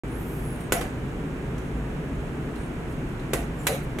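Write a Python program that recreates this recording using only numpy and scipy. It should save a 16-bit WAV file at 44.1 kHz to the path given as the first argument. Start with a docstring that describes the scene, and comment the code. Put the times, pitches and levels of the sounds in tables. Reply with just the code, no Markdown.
"""Three sharp clicks from an opened, failing hard drive, heard in stereo at a bench in a small room.
Each is a short push, a thud, a bright crack and the ring of the metal case, thrown back by the room;
a weaker click trails the first and the third. A thin whine rises and falls before the first click.
Faint ticks and rustles lie between, and the ventilation hums steadily behind it all."""
import sys
import numpy as np
from scipy import signal
from scipy.fft import rfft, irfft
from scipy.io import wavfile
from scipy.ndimage import uniform_filter1d

SR = 44100
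rng = np.random.default_rng(int(sys.argv[2]) if len(sys.argv) > 2 else 0)


def put_to_file(sound):
    """Save the sound as 16-bit audio at rate SR, in the file named by the first command-line argument."""
    columns = np.atleast_2d(sound).T  # one column per channel
    safe = np.clip(columns, -1, 1)
    whole_steps = np.round(safe * 32767)
    wavfile.write(sys.argv[1], SR, whole_steps.astype(np.int16))


N = 176400
CASE_RISE_S = 0.000079  # attack of both crack and ring


def amp(db):
    """Decibels to gain."""
    return 10 ** (np.asarray(db) / 20)


def unit_rms(x):
    """Scales to rms 1."""
    return x / np.sqrt(np.mean(x ** 2) + 1e-20)


def unit_energy(x):
    """Scales to energy 1, averaged over the channels."""
    return unit_rms(x) / np.sqrt(x.shape[-1])


def curve(table, hz, column=1):
    """Interpolates one column of a table along log frequency."""
    table = np.array(table)
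    return np.interp(np.log(hz + 1), np.log(table[:, 0]), table[:, column])


def add(mix, start_s, sound):
    """Mixes a sound in at its start time."""
    part = mix[:, round(start_s * SR):][:, :sound.shape[-1]]
    part += sound[..., :part.shape[1]]


def pan(db):
    """Left and right gains for a left minus right level."""
    return amp(np.array([[.5], [-.5]]) * db)


def noise_pair(likeness, bins):
    """Left and right noise spectra with the given correlation."""
    mid, side = np.exp(2j * np.pi * rng.random((2, bins)))
    likeness = np.clip(likeness, -1, 1)
    mid, side = mid * np.sqrt(1 + likeness), side * np.sqrt(1 - likeness)
    return np.array([mid + side, mid - side])


def noise_band(hz, width_hz, size):
    """Noise in one resonance, which may follow a pitch curve."""
    offset_hz = np.fft.fftfreq(size, 1 / SR)
    wander = np.fft.ifft(np.exp(2j * np.pi * rng.random(size)) / (1 + (2 * offset_hz / width_hz) ** 2))
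    carrier = np.exp(2j * np.pi * np.cumsum(hz * np.ones(size)) / SR)
    return unit_rms((wander * carrier).real)


def waver(size, samples):
    """Smooth random motion of rms 1 that changes over about so many samples."""
    return unit_rms(uniform_filter1d(uniform_filter1d(rng.standard_normal(size), samples), samples))


def ventilation(air_db=-31):
    """Room tone: steady moving air with a few narrow fan and motor tones."""
    # air noise: f/Hz, density/dB
    spectrum = [(12, -33), (25, -5), (38, -0.5), (45, -5), (54, -1), (70, -2), (88, -8), (108, -4.5),
                (140, 2), (172, -2), (194, -7), (245, -3), (295, -7), (440, -9), (520, -15.5), (780, -19.5),
                (1100, -21.5), (1500, -22), (2100, -26), (2700, -29), (3600, -37), (4800, -45), (6800, -43),
                (9500, -46.5), (12500, -51.5), (16000, -59.5)]
    # stereo image of the air noise, centred in the treble: f/Hz, left-right likeness, left minus right/dB
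    image = [(60, 0.96, -.5), (129, 1, -0.5), (338, 0.9, 1), (634, 0.7, 1), (1410, 0.13, -2.5),
             (2560, -0.099, -3), (5070, -0.13, -0.5), (7100, 0.85, -1.5), (14900, 1, 2)]
    # fan and motor tones: f/Hz, width/Hz, level/dB
    tones = [(53.1, 2.8, -40.5), (262.7, 24, -49), (695.5, 9.4, -68.5), (963, 8.3, -64.5), (1505, 29, -66),
             (1650, 14, -63), (1910, 15, -88), (2330, 22, -67)]
    hz = np.fft.rfftfreq(N, 1 / SR)
    noise = noise_pair(curve(image, hz), len(hz))
    air = irfft(noise * amp(curve(spectrum, hz)) * pan(curve(image, hz, column=2)), N)
    fans = sum(amp(db) * noise_band(f, width, N) for f, width, db in tones)
    return amp(air_db) * unit_rms(air) + fans


def mode_beating(hz, age, depth_db=5, patch_hz=380, patch_s=0.026):
    """Uneven gain over frequency and time, as of close modes beating; deepest in the treble."""
    field = rng.standard_normal((len(hz), len(age)))
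    field = uniform_filter1d(field, max(1, round(patch_hz / hz[1])), axis=0)
    field = uniform_filter1d(field, max(1, round(patch_s / age[1])), axis=1)
    return amp(depth_db * unit_rms(field) * (hz / (hz + 2000))[:, None])


def room_tail(t, rise_s=0.017, grain_db=1):
    """The room throws a click back as a grainy wash, each band dying at its own speed."""
    # reverberation: f/Hz, density/dB, t60/s
    reverb = [(100, -44, 0.3), (283, 19, 0.18), (480, 11, 0.18), (760, 15, .36), (990, 0, .42),
              (1440, 1, 0.52), (2200, 1.5, 0.43), (3300, -3.5, 0.35), (5040, -9.5, 0.4), (6800, -2.5, 0.32),
              (8500, -4.5, 0.35), (11000, 1, 0.25), (13500, -8, 0.28), (16000, -19, 0.24)]
    # stereo width of the reverberation, widest in the midrange: f/Hz, left-right likeness
    likeness = [(100, .97), (400, 0.84), (1000, 0), (2500, 0), (4500, 0.07), (7000, 0.74), (15000, 1)]
    hz = np.fft.rfftfreq(len(t), 1 / SR)
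    wash = irfft(noise_pair(curve(likeness, hz), len(hz)) * amp(curve(reverb, hz)))
    band_hz, age, bands = signal.stft(wash, SR, nperseg=256)
    decay = amp(-60 * age / curve(reverb, band_hz, column=2)[:, None])
    tail = signal.istft(bands * decay * mode_beating(band_hz, age), SR)[1][:, :len(t)]
    grain = amp(grain_db * waver(len(t), samples=70))
    return unit_energy(tail * (1 - np.exp(-t / rise_s)) * grain)


def hollow_echo(t, centre_hz, width_hz, spread_s, delay_s=0.047):
    """A hollow note of the room that swells and fades just after a click."""
    hz = np.fft.rfftfreq(len(t), 1 / SR)
    colour = np.exp(-2 * ((hz - centre_hz) / width_hz) ** 2)
    swell = np.exp(-.5 * ((t - delay_s) / spread_s) ** 2)
    return unit_energy(irfft(noise_pair(likeness=1, bins=len(hz)) * colour) * swell)


def rustle(length_s, db, hz, width_hz, grain_db=0.5):
    """A short grainy swell of treble, as of a glove sliding."""
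    size = int(length_s * SR)
    grain = unit_rms(amp(grain_db * waver(size, samples=90)))
    return amp(db) * grain * noise_band(hz, width_hz, size) * np.sqrt(np.hanning(size))


def whine(jitter=0.0025, flutter_db=2.8, rasp_db=-4, upper_db=-8, upper_span_s=(.17, .49)):
    """A thin, fluttering glide with a raspy edge, briefly joined by a weaker line above it."""
    # course of the whine: t/s, f/Hz, level/dB
    glide = [(.08, 8500, -70), (.12, 9650, -54), (.148, 10520, -58), (.18, 11600, -56), (.22, 12100, -56),
             (.245, 12480, -59), (.278, 12150, -57), (.31, 11880, -57), (.36, 11700, -56),
             (0.434, 11300, -58), (.478, 10320, -52), (.506, 10730, -48), (.526, 10300, -51),
             (.576, 9270, -64), (.615, 8850, -58), (.655, 8700, -60), (.69, 8300, -70)]
    times, hz, db = np.transpose(glide)
    t = np.arange(N) / SR
    pitch = np.interp(t, times, hz) * (1 + jitter * waver(N, samples=400))
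    level = amp(np.interp(t, times, db) + flutter_db * waver(N, samples=150))
    level *= (t > times[0]) & (t < times[-1])
    tone = np.sin(2 * np.pi * np.cumsum(pitch) / SR)
    rasp = noise_band(pitch, width_hz=450, size=N)
    upper_swell = np.sin(np.pi * np.interp(t, upper_span_s, [0, 1]))
    upper = upper_swell * noise_band(pitch + 1730, width_hz=70, size=N)
    return level * (tone + amp(rasp_db) * rasp + amp(upper_db) * upper)


def push(size):
    """The low, minimum-phase pulse with which a click begins."""
    # pulse: f/Hz, density/dB
    spectrum = [(40, -22), (150, -35), (260, -4), (380, 2.5), (520, 1.5), (750, -9.5), (1400, -11.5),
                (2200, -13.5), (4500, -21), (9000, -18), (13000, -29), (16000, -48)]
    log_gain = np.log(amp(curve(spectrum, abs(np.fft.fftfreq(size, 1 / SR)))))
    return unit_energy(np.fft.ifft(np.exp(np.conj(signal.hilbert(log_gain)))).real)


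def thud(t, hz=416, t60_s=0.041):
    """The short, low knock of the drive's body."""
    return unit_energy(np.sin(2 * np.pi * hz * t) * amp(-60 * t / t60_s))


def case_ring(t, skew_rad=0.44):
    """The longer modes of the metal case, a little out of step left and right."""
    # case modes: f/Hz, level/dB, t60/s
    modes = [(461, 1, 0.36), (510, 4.5, 0.22), (557, -9.5, 0.71), (722, -1.5, 0.09), (1373, -12.5, 0.24),
             (1527, -4.5, 0.23), (1963, -3, 0.22), (2210, -7, 0.18), (2756, -8, 0.14), (3500, -9, 0.18),
             (6870, -1, 0.16), (9400, -8, .14), (10660, 2, 0.12), (11490, -11, .12)]
    ring = np.zeros((2, len(t)))
    for hz, db, t60 in modes:
        phase = 2 * np.pi * rng.random() + skew_rad * rng.choice([-1, 1]) * np.array([[1], [-1]])
        ring += amp(db - 60 * t / t60) * np.sin(2 * np.pi * hz * t + phase)
    return ring * (1 - np.exp(-t / CASE_RISE_S))


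def crack(t, t60_s=0.071):
    """Dense, quickly damped vibration of the arm and case."""
    # vibration: f/Hz, density/dB
    spectrum = [(100, -24), (400, -28), (1050, 6.5), (1400, 5), (2300, 2.5), (3300, 1), (4800, -4),
                (7000, 2), (8500, 1), (11000, 2), (13500, -1.5), (16000, -17)]
    # stereo width of the crack, narrow in the treble: f/Hz, left-right likeness
    likeness = [(300, 0.8), (1000, 1), (2200, 0), (4500, 0.1), (7500, 0.56), (10000, 1), (13000, 0.7)]
    hz = np.fft.rfftfreq(len(t), 1 / SR)
    vibration = irfft(noise_pair(curve(likeness, hz), len(hz)) * amp(curve(spectrum, hz)))
    return unit_energy(vibration * (1 - np.exp(-t / CASE_RISE_S)) * amp(-60 * t / t60_s))


def click(level_db, push_db, thud_db, tilt_db, ring_db, room_db, contact_s,
          echo_hz, echo_db, echo_width_hz, echo_spread_s, *resonances):
    """One knock of the drive and the room's answer, coloured by the resonances that it favours."""
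    # direction, mostly a little right of the microphone: f/Hz, left minus right/dB
    direction = [(200, -3), (500, 1.5), (1200, -3), (2500, -5.5), (5000, -2.5), (9000, -1), (13000, -2)]
    # first and second favoured resonance: width/Hz
    widths = [340, 140]
    size = 2 ** 15
    t, hz = np.arange(size) / SR, np.fft.rfftfreq(2 * size, 1 / SR)
    body = amp(4) * crack(t) + amp(thud_db) * thud(t) + amp(ring_db - 37.5) * case_ring(t)
    body += amp(room_db + 5) * room_tail(t)
    body += amp(echo_db) * hollow_echo(t, echo_hz, echo_width_hz, echo_spread_s)
    knock = rfft(body, 2 * size) * amp(tilt_db * np.log2((hz + 300) / 3000))
    softening = 1 + 2j * np.pi * hz * contact_s  # longer contact dulls the push
    knock += amp(push_db + 5) * rfft(push(size), 2 * size) / softening
    for centre_hz, boost_db, width_hz in zip(resonances[::2], resonances[1::2], widths):
        knock *= 1 + (amp(boost_db) - 1) / (1 + 2j * (hz - centre_hz) / width_hz)
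    return amp(level_db) * irfft(knock * pan(curve(direction, hz)))[:, :size]


def scene():
    """At the bench: clicks, ticks and rustles over the room tone and the whine."""
    # knocks of the drive: t/s, level/dB, push trim/dB, thud/dB, tilt/dB per octave, ring trim/dB,
    # room trim/dB, contact/s, echo f/Hz, echo level/dB, echo width/Hz, echo spread/s,
    # clack f/Hz, clack boost/dB, ping f/Hz, ping boost/dB
    clicks = [ (0.7222, 1, 0, 0.5, -0.3, 3.5, -1.5, 0.000062, 684, -5, 24, 0.011, 1380, 5.5, 2060, 4.5),
              (0.8118, -10, -3.5, -19, -4, -5, -2.5, 0.000037, 600, -18, 200, 0.022, 1900, 1.5, 3700, 7),
              (3.3340, -1, -3, -2, -2, -0.5, -4, 0.000086, 680, -7.5, 40, 0.013, 2580, 3.5, 10550, 1),
              (3.6687, 2.5, -6, -24, -0.5, -1, -4, 0.000018, 507, 1, 140, 0.03, 2280, 6, 3920, 10),
              (3.987, -15, 3.5, -13, -2.7, 3, 4, 0.000078, 500, -2, 140, .03, 2260, 10, 3930, 7)]
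    # faint ticks: t/s, level/dB, resonance f/Hz, boost/dB
    ticks = [(0.606, -25.5, 13000, 5), (1.5813, -27, 6100, 14), (2.5567, -28.5, 4130, 15.5),
             (2.925, -36, 9500, 5), (3.089, -33, 13000, 6), (3.1946, -33.5, 3900, 21)]
    # timbre of all ticks: the click columns from push trim/dB to echo spread/s
    tick_shape = (-25, -20, -2, -5, 0, -3, 600, -7, 200, .02)
    # soft rustles: t/s, length/s, level/dB, f/Hz, width/Hz
    rustles = [(0.035, 0.67, -54.5, 10040, 6000), (.592, 0.041, -57, 11000, 5070),
               (2.55, 0.15, -58.5, 8900, 1900), (2.88, 0.071, -60.5, 10000, 5000),
               (3.548, 0.28, -53, 9430, 5500), (3.58, 0.064, -54, 7350, 400),
               (3.824, 0.038, -56, 11100, 3020)]
    mix = ventilation() + whine()
    for start_s, *settings in clicks:
        add(mix, start_s, click(*settings))
    for start_s, db, *resonance in ticks:
        add(mix, start_s, click(db, *tick_shape, *resonance))
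    for start_s, *settings in rustles:
        add(mix, start_s, rustle(*settings))
    return mix


def record(dry):
    """The sound starts after a moment of silence; the highest treble is cut off."""
    start_s, fade_s, cutoff_hz = 0.0348, 0.00083, 16200
    opened = dry * np.clip((np.arange(N) / SR - start_s) / fade_s, 0, 1)
    lowpass = signal.firwin(255, cutoff_hz, window=("kaiser", 9), fs=SR)
    return signal.oaconvolve(opened, lowpass[None], "same")


dry = scene()
out = record(dry)
put_to_file(out)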